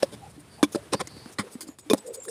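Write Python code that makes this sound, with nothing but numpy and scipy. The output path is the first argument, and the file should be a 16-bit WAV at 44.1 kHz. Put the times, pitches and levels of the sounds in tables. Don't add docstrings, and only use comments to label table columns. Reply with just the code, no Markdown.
import sys
import numpy as np
from scipy import signal
from scipy.io import wavfile

SR = 44100
rng = np.random.default_rng(int(sys.argv[2]) if len(sys.argv) > 2 else 0)


def elevation(decibels):
    levels = np.asarray(decibels, float)
    return 10 ** (levels / 20)


def master(y):
    cut = np.clip(np.atleast_2d(y).T, -1, 1)
    pcm = np.round(cut * 32767)
    wavfile.write(sys.argv[1], SR, pcm.astype(np.int16))


N = 101518

# time in seconds, level in dB.
RUMBLE_LEVEL = [
    (0, -51.5),
    (.8, -54.5),
    (1.2, -51),
    (1.5, -62.5),
    (2.3, -62.5),
]
# time in seconds, rustle level in dB.
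HAND_LEVEL = [(0, -47), (.2, -55), (.4, -54.5), (.6, -54), (.9, -51), (1.1, -52.5), (1.3, -49), (1.36, -59),
              (1.45, -51.5), (1.7, -54), (1.77, -64), (1.82, -61), (1.87, -56), (2.02, -52.5), (2.2, -57),
              (2.3, -59.5)]
# frequency in Hz, level in dB.
RUSTLE_SPECTRUM = [(200, -1.5), (400, -1.5), (1300, -10.5), (3500, -16), (7000, -21.5), (9300, -15),
                   (11000, -25), (16000, -33)]
RING_A, RING_B, RING_C, RING_D, RING_E = 6880, 7420, 8010, 9230, 11650
# start in seconds, ring mode in Hz, level in dB.
BANGLE_TOUCHES = [(1.53, RING_C, -46), (1.681, RING_A, -45.5), (1.68, RING_B, -47), (1.69, RING_E, -54),
                  (1.709, RING_A, -52.5), (1.791, RING_A, -51), (1.81, RING_C, -50), (1.82, RING_A, -56),
                  (1.97, RING_C, -42), (1.995, RING_C, -46.5), (2.063, RING_B, -46), (2.063, RING_A, -44),
                  (2.068, RING_E, -51), (2.085, RING_C, -45.5), (2.14, RING_A, -40), (2.15, RING_C, -42),
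                  (2.165, RING_A, -49), (2.171, RING_C, -47), (2.199, RING_B, -42), (2.216, RING_B, -37),
                  (2.225, RING_A, -45), (2.235, RING_D, -61), (2.251, RING_B, -43), (2.25, RING_A, -47),
                  (2.26, RING_D, -46.5), (2.29, RING_C, -40)]
# time in seconds, cavity pitch in Hz, level in dB.
ROCKING_PATH = [
    (2.02, 451, -86),
    (2.045, 499, -47.5),
    (2.09, 520.6, -37),
    (2.13, 428, -43),
    (2.15, 440, -50),
    (2.185, 514.8, -43.5),
    (2.235, 475, -71),
    (2.27, 420, -41.5),
    (2.3, 508, -36.5),
]
# start in seconds, length in seconds, resonance in Hz, width in Hz,
# level in dB.
RUB_EVENTS = [(0.213, 0.063, 801, 30, -46), (0.214, 0.06, 7100, 200, -69), (.51, 0.062, 9300, 300, -66),
              (0.493, 0.11, 4630, 300, -60), (0.575, 0.05, 810, 154, -50.5), (0.756, 0.036, 570, 60, -40),
              (0.928, 0.11, 4750, 400, -51.5), (1.047, 0.26, 4530, 493, -54), (1.421, 0.063, 464, 70, -45),
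              (1.596, 0.13, 322, 70, -49.5), (2.280, 0.011, 1721, 199.9, -45),
              (2.281, 0.0096, 8500, 300, -36.5)]
# start in seconds, length in seconds, shell level in dB,
# body level in dB, brightest pitch in Hz.
RIM_SLIDES = [(.11, 0.053, -59.5, -52.5, 3750), (.742, 0.027, -50.5, -47, 3640),
              (.917, .042, -40.5, -34.5, 2920), (.988, 0.037, -45.5, -45.5, 1820),
              (1.0, .022, -54, -62, 4500), (.29, 0.037, -69.5, -80, 7900), (.385, .04, -68, -80, 7900),
              (1.31, 0.043, -63.5, -83, 6400), (1.46, .04, -65.5, -67, 1600),
              (1.50, 0.065, -62.5, -75, 8000), (1.665, 0.032, -63.5, -69, 6040),
              (1.965, 0.034, -57.5, -61.5, 5100), (2.055, 0.039, -59.5, -64, 8100),
              (2.125, 0.047, -51.5, -86, 8600), (2.22, 0.054, -54.5, -77, 11000)]
# start in seconds, #
# length in seconds, shell level in dB, body level in dB, brightest pitch in Hz.
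BLOW_CHATTER = [(.0245, 0.0075, -50, -47, 2500), (.030, 0.018, -50.5, -47, 4540),
                (.629, 0.022, -40.5, -38.5, 3500), (.720, 0.039, -55.5, -81, 6660),
                (1.072, 0.01, -55.5, -93, 6600), (1.385, 0.034, -41, -46, 2100),
                (1.388, .03, -55, -80, 10000), (1.607, 0.037, -50, -66, 6000),
                (1.786, 0.027, -61, -72, 7300), (1.900, 0.028, -45.5, -55, 5050),
                (1.934, 0.013, -47, -36, 8100), (2.283, 0.034, -40, -59, 8150)]
# frequency in Hz, level in dB, decay time t60 in seconds.
BODY_MODES = [
    (210, -2.5, 0.053),
    (295, -1.5, 0.059),
    (420, 0.5, 0.036),
    (530, -1.5, 0.022),
    (770, -8, 0.022),
]
# frequency in Hz, level in dB.
SHELL_MODES = [(830, -5), (1090, 10), (1380, 4), (1710, 3), (2030, 1.5), (2450, -1.5), (3000, -3),
               (3520, 1), (4050, 2), (4800, 2.5), (5400, 3.5), (6700, 1), (8600, 7), (9700, 6)]
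# start in seconds, frequency in Hz, level in dB, decay scale in
# seconds (60 dB down at 0.6 of it).
WALL_PINGS = [(.0296, 5360, -22, .014), (.0296, 4450, -25, .014), (.0296, 2810, -29, 0.018),
              (.0296, 1730, -27, .016), (.0298, 760, -18, .02), (.0311, 9050, -35, .016),
              (.6287, 1145, -19, .028), (.6287, 3910, -23, .025), (.6287, 6050, -25, .007),
              (.6341, 3425, -27, .065), (.6381, 2335, -25, .035), (.6371, 1060, -23, .045),
              (.6311, 8560, -33, .045), (.6341, 1560, -25, .018), (.7485, 1300, -30, .03),
              (.7600, 570, -31, .12), (.9311, 9010, -27, .011), (.9311, 5510, -31, .009),
              (.9353, 5400, -21, .007), (.9353, 9010, -28, .009), (.9426, 9210, -34, .011),
              (.9381, 498, -23, .055), (1.0091, 5810, -33, .009), (1.0091, 3710, -33, .009),
              (1.0127, 7310, -33, .009), (1.0121, 512, -27, .065), (1.0041, 1032, -33, .065),
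              (1.0031, 750, -33, .055), (1.3851, 4110, -32, .022), (1.3941, 9450, -38, .065),
              (1.3921, 3145, -39, .045), (1.3951, 1366, -33, .055), (1.3941, 836, -35, .055),
              (1.8997, 3630, -22, .028), (1.8997, 5255, -30, .035), (1.9091, 2457, -29, .07),
              (1.9081, 1072, -26, .065), (1.9041, 3545, -27, .045), (1.9338, 7810, -23, .009),
              (1.9338, 9810, -26, .013), (1.9338, 11400, -29, .009), (1.9338, 3710, -26, .016),
              (1.9343, 605, -14, .027), (1.9361, 1105, -31, .042), (1.6091, 2110, -45, .045),
              (1.6091, 1055, -45, .042), (1.0721, 2055, -41, .032)]
# start in seconds, thump level in dB, thump pitch in Hz, thump t60 in
# seconds, crack level in dB.
BODY_KNOCKS = [(.0302, -5, 552, 0.036, -20), (.364, -26.5, 145, 0.02, -56), (.378, -38, 295, 0.15, -60),
               (.6287, -25.5, 208, 0.16, -12), (.6292, -4, 295, 0.061, -27), (.638, -20.5, 329, 0.051, -39),
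               (.7475, -10.5, 360, 0.018, -28), (.7565, -8.5, 343, 0.018, -50),
               (.9352, -23, 215, 0.06, -11.5), (1.0126, -22, 395, 0.033, -20.5),
               (1.0722, -39.5, 295, 0.047, -43), (1.167, -30.5, 272, 0.029, -44),
               (1.2585, -27, 232, 0.037, -36), (1.392, -18, 203, 0.093, -32),
               (1.553, -23.5, 239, 0.047, -45), (1.688, -27, 279, 0.043, -42),
               (1.7865, -49, 355, 0.061, -41), (1.862, -41, 300, 0.31, -72), (1.9000, -16, 420, .12, -20),
               (1.9010, -21.5, 210, 0.19, -50), (1.9115, -8.5, 429, 0.046, -33),
               (1.9337, 1, 287, 0.021, -14.5), (1.945, -13, 520, 0.018, -32),
               (2.2830, -29.5, 458, 0.092, -39.5), (2.252, -70, 400, .02, -38), (.629, -23.5, 85, .1, -72),
               (.93, -21.5, 114, 0.11, -70), (1.388, -22, 100, 0.11, -70)]

SHELL_T60_S, SHELL_DAMPING = 0.011, 0.75
COLOUR_DB_PER_OCT, MODE_SPREAD_DB = 7.5, 2.5
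AIR_DB, AIR_REACH = -6.5, 3.0


def rms_one(x):
    return x / np.sqrt(np.mean(x ** 2) + 1e-20)


def in_time(rows):
    s, *columns = np.transpose(rows)
    return [np.interp(np.arange(N) / SR, s, column) for column in columns]


def drift(rate_hz):
    r = np.exp(-80 * np.pi * rate_hz / SR)
    slow = signal.lfilter([1], [1, -2 * r, r * r], rng.standard_normal(N // 40 + 2002))
    slow = slow[2000:]
    return np.interp(np.arange(N) / 40, np.arange(len(slow)), rms_one(slow))


def ring(clicks, hz, t60):
    r, w = elevation(-60 / (t60 * SR)), 2 * np.pi * hz / SR
    return signal.lfilter([0, np.sin(w)], [1, -2 * r * np.cos(w), r * r], clicks + 1e-18)


def add(out, s, piece):
    i = int(s * SR)
    out[i:i + len(piece)] += piece[:N - i]


def rumble():
    sos = signal.butter(2, [70, 163], "band", fs=SR, output="sos")
    band = signal.sosfilt(sos, rng.standard_normal(N))
    return rms_one(band) * elevation(in_time(RUMBLE_LEVEL)[0] + 2.0 * drift(2.7))


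def rustle():
    out, patchy_db = 0, 1.2
    together = drift(6)
    edges = 200 * 2 ** np.arange(0, 6.5, .25)
    white = rng.standard_normal((2, N))
    hz, db = np.transpose(RUSTLE_SPECTRUM)
    for k, (low, high) in enumerate(zip(edges, edges[1:])):
        sos = signal.butter(2, [low, high], "band", fs=SR, output="sos")
        band = signal.sosfilt(sos, white[k % 2])
        level = np.interp(np.log(low * high) / 2, np.log(hz), db)
        out = out + band * elevation(level + patchy_db * (together + 0.78 * drift(16.0)))
    return rms_one(out) * elevation(in_time(HAND_LEVEL)[0])


def kitchen(x):
    t = np.arange(SR // 4) / SR
    tail = rng.standard_normal(len(t)) * elevation(-60 * t / .1) * (t > .004)
    return signal.fftconvolve(x, tail / np.sqrt(np.sum(tail ** 2)))[:N]


def bangles():
    beat_hz, t60, rise_s, soft_db = 70, .12, .004, -6
    out, t = np.zeros(N), np.arange(SR // 5) / SR
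    luck = rng.random((30, 2))
    shake = elevation(4 * drift(90))
    for (s, hz, db), (a, b) in zip(BANGLE_TOUCHES, luck):
        cluster = 0
        for side in (-1, 0, .7):
            cluster = cluster + np.sin(2 * np.pi * ((hz + side * beat_hz * (.5 + a)) * t + side * b))
        flutter = np.roll(shake, -int(a * N))[:len(t)]
        decay = elevation(db + soft_db - 60 * t / t60)
        add(out, s, decay * cluster * flutter * np.minimum(t / rise_s, 1))
    return out


def rocking():
    hz, db = in_time(ROCKING_PATH)
    r = np.exp(-2 * np.pi * 60 / SR)
    slow = signal.lfilter([1], [1, -2 * r, r * r], rng.standard_normal((2, N)))
    carrier = np.exp(2j * np.pi * np.cumsum(hz) / SR)
    tone = np.real((slow[0] + 1j * slow[1]) * carrier)
    return rms_one(tone) * elevation(db) * (np.arange(N) > ROCKING_PATH[0][0] * SR)


def rubs():
    out, white = np.zeros(N), rng.standard_normal(N)
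    for s, length, hz, width_hz, db in RUB_EVENTS:
        t = np.arange(int(length * SR)) / SR / length
        friction = white[int(s * SR):][:len(t)]
        tone = ring(ring(friction, hz, 2 / width_hz), hz, 1 / width_hz)
        add(out, s, elevation(db) * rms_one(tone) * np.sin(np.pi * t) ** .5)
    return out


def shell(force, luck, bright_hz):
    click = elevation(AIR_DB) * np.diff(force, prepend=0) * np.sqrt(bright_hz / 3000)
    out = signal.lfilter(*signal.butter(2, min(AIR_REACH * bright_hz, .45 * SR), fs=SR), click)
    for k, (hz, db) in enumerate(SHELL_MODES):
        colour_db = -COLOUR_DB_PER_OCT * abs(np.log2(hz / bright_hz))
        gain = elevation(db + MODE_SPREAD_DB * luck[k] + colour_db) * np.sqrt(hz / 27000)
        t60 = SHELL_T60_S * (1000 / hz) ** SHELL_DAMPING
        out = out + (-1) ** k * gain * ring(force, hz, t60)
    return out


def scuffs(rows, sudden):
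    grains_per_s, spread_db = 4000, 1.5
    out = np.zeros(N)
    luck = rng.standard_normal((30, 14))
    slips = rng.random(N) < grains_per_s / SR
    heights = elevation(spread_db * np.minimum(rng.exponential(1, N), 4))
    grains = slips * heights * rng.choice([-1, 1], N)
    for k, (s, length, shell_db, body_db, bright_hz) in enumerate(rows):
        start = int(s * SR)
        t = np.arange(min(int((2 * length + 0.036) * SR), N - start)) / SR / length
        stroke = np.exp(-2 * t ** 2) if sudden else np.sin(np.pi * np.minimum(t, 1)) ** 2
        force = grains[start:][:len(t)] * stroke
        scale = np.sqrt(len(t) / SR / length)
        walls = rms_one(shell(force, luck[k], bright_hz))
        body = rms_one(sum(elevation(db) * ring(force, hz, t60) for hz, db, t60 in BODY_MODES))
        add(out, s, scale * (elevation(shell_db) * walls + elevation(body_db) * body))
    return out


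def pings():
    grip_reach, grip_power = .6, 1.6
    out, t = np.zeros(N), np.arange(SR // 8) / SR
    flutter_db = 3 * np.tanh(drift(140))
    skips = rng.integers(0, N - len(t), 60)
    for (s, hz, db, t60), skip in zip(WALL_PINGS, skips):
        loss_db = 60 * (t / t60 / grip_reach) ** grip_power
        add(out, s, elevation(db - loss_db + flutter_db[skip:skip + len(t)]) * np.sin(2 * np.pi * hz * t))
    return out


def knocks():
    crack_s, attack_cycles = .0004, 0.2
    out, t = np.zeros(N), np.arange(SR // 5) / SR
    luck, burst = rng.standard_normal((30, 14)), rng.standard_normal((30, SR // 5))
    for k, (s, thump_db, hz, t60, crack_db) in enumerate(BODY_KNOCKS):
        attack = 1 - np.exp(-t * hz / attack_cycles)
        thump = np.sin(2 * np.pi * hz * t) * elevation(-60 * t / t60) * attack
        force = (0.45 * burst[k] - np.cos(t / crack_s * 2)) * np.exp(-t / crack_s)
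        crack = shell(force, luck[k], bright_hz=4000)
        add(out, s, elevation(thump_db) * thump + elevation(crack_db) * crack / np.max(np.abs(crack)))
    return out


def scene():
    contacts = scuffs(BLOW_CHATTER, sudden=True) + scuffs(RIM_SLIDES, sudden=False) + rubs()
    box = knocks() + pings() + contacts + rocking() + bangles()
    box = signal.sosfilt(signal.butter(2, 178, "high", fs=SR, output="sos"), box)
    return (box + elevation(-24) * kitchen(box) + rumble() + rustle())[None]


def band_limit(x):
    return signal.sosfilt(signal.butter(12, 16520, fs=SR, output="sos"), x)


def record(dry):
    peak_hz, peak_width_hz, peak_gain = 9300, 700, 0.34
    thin = signal.sosfilt(signal.butter(2, 60, "high", fs=SR, output="sos"), dry)
    peak = signal.lfilter(*signal.iirpeak(peak_hz, peak_hz / peak_width_hz, fs=SR), thin)
    top_cut = signal.cheby2(12, 70, 16500, fs=SR, output="sos")
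    mix = signal.sosfilt(top_cut, thin + peak_gain * peak)
    return band_limit(mix)


dry = scene()
out = record(dry)
master(out)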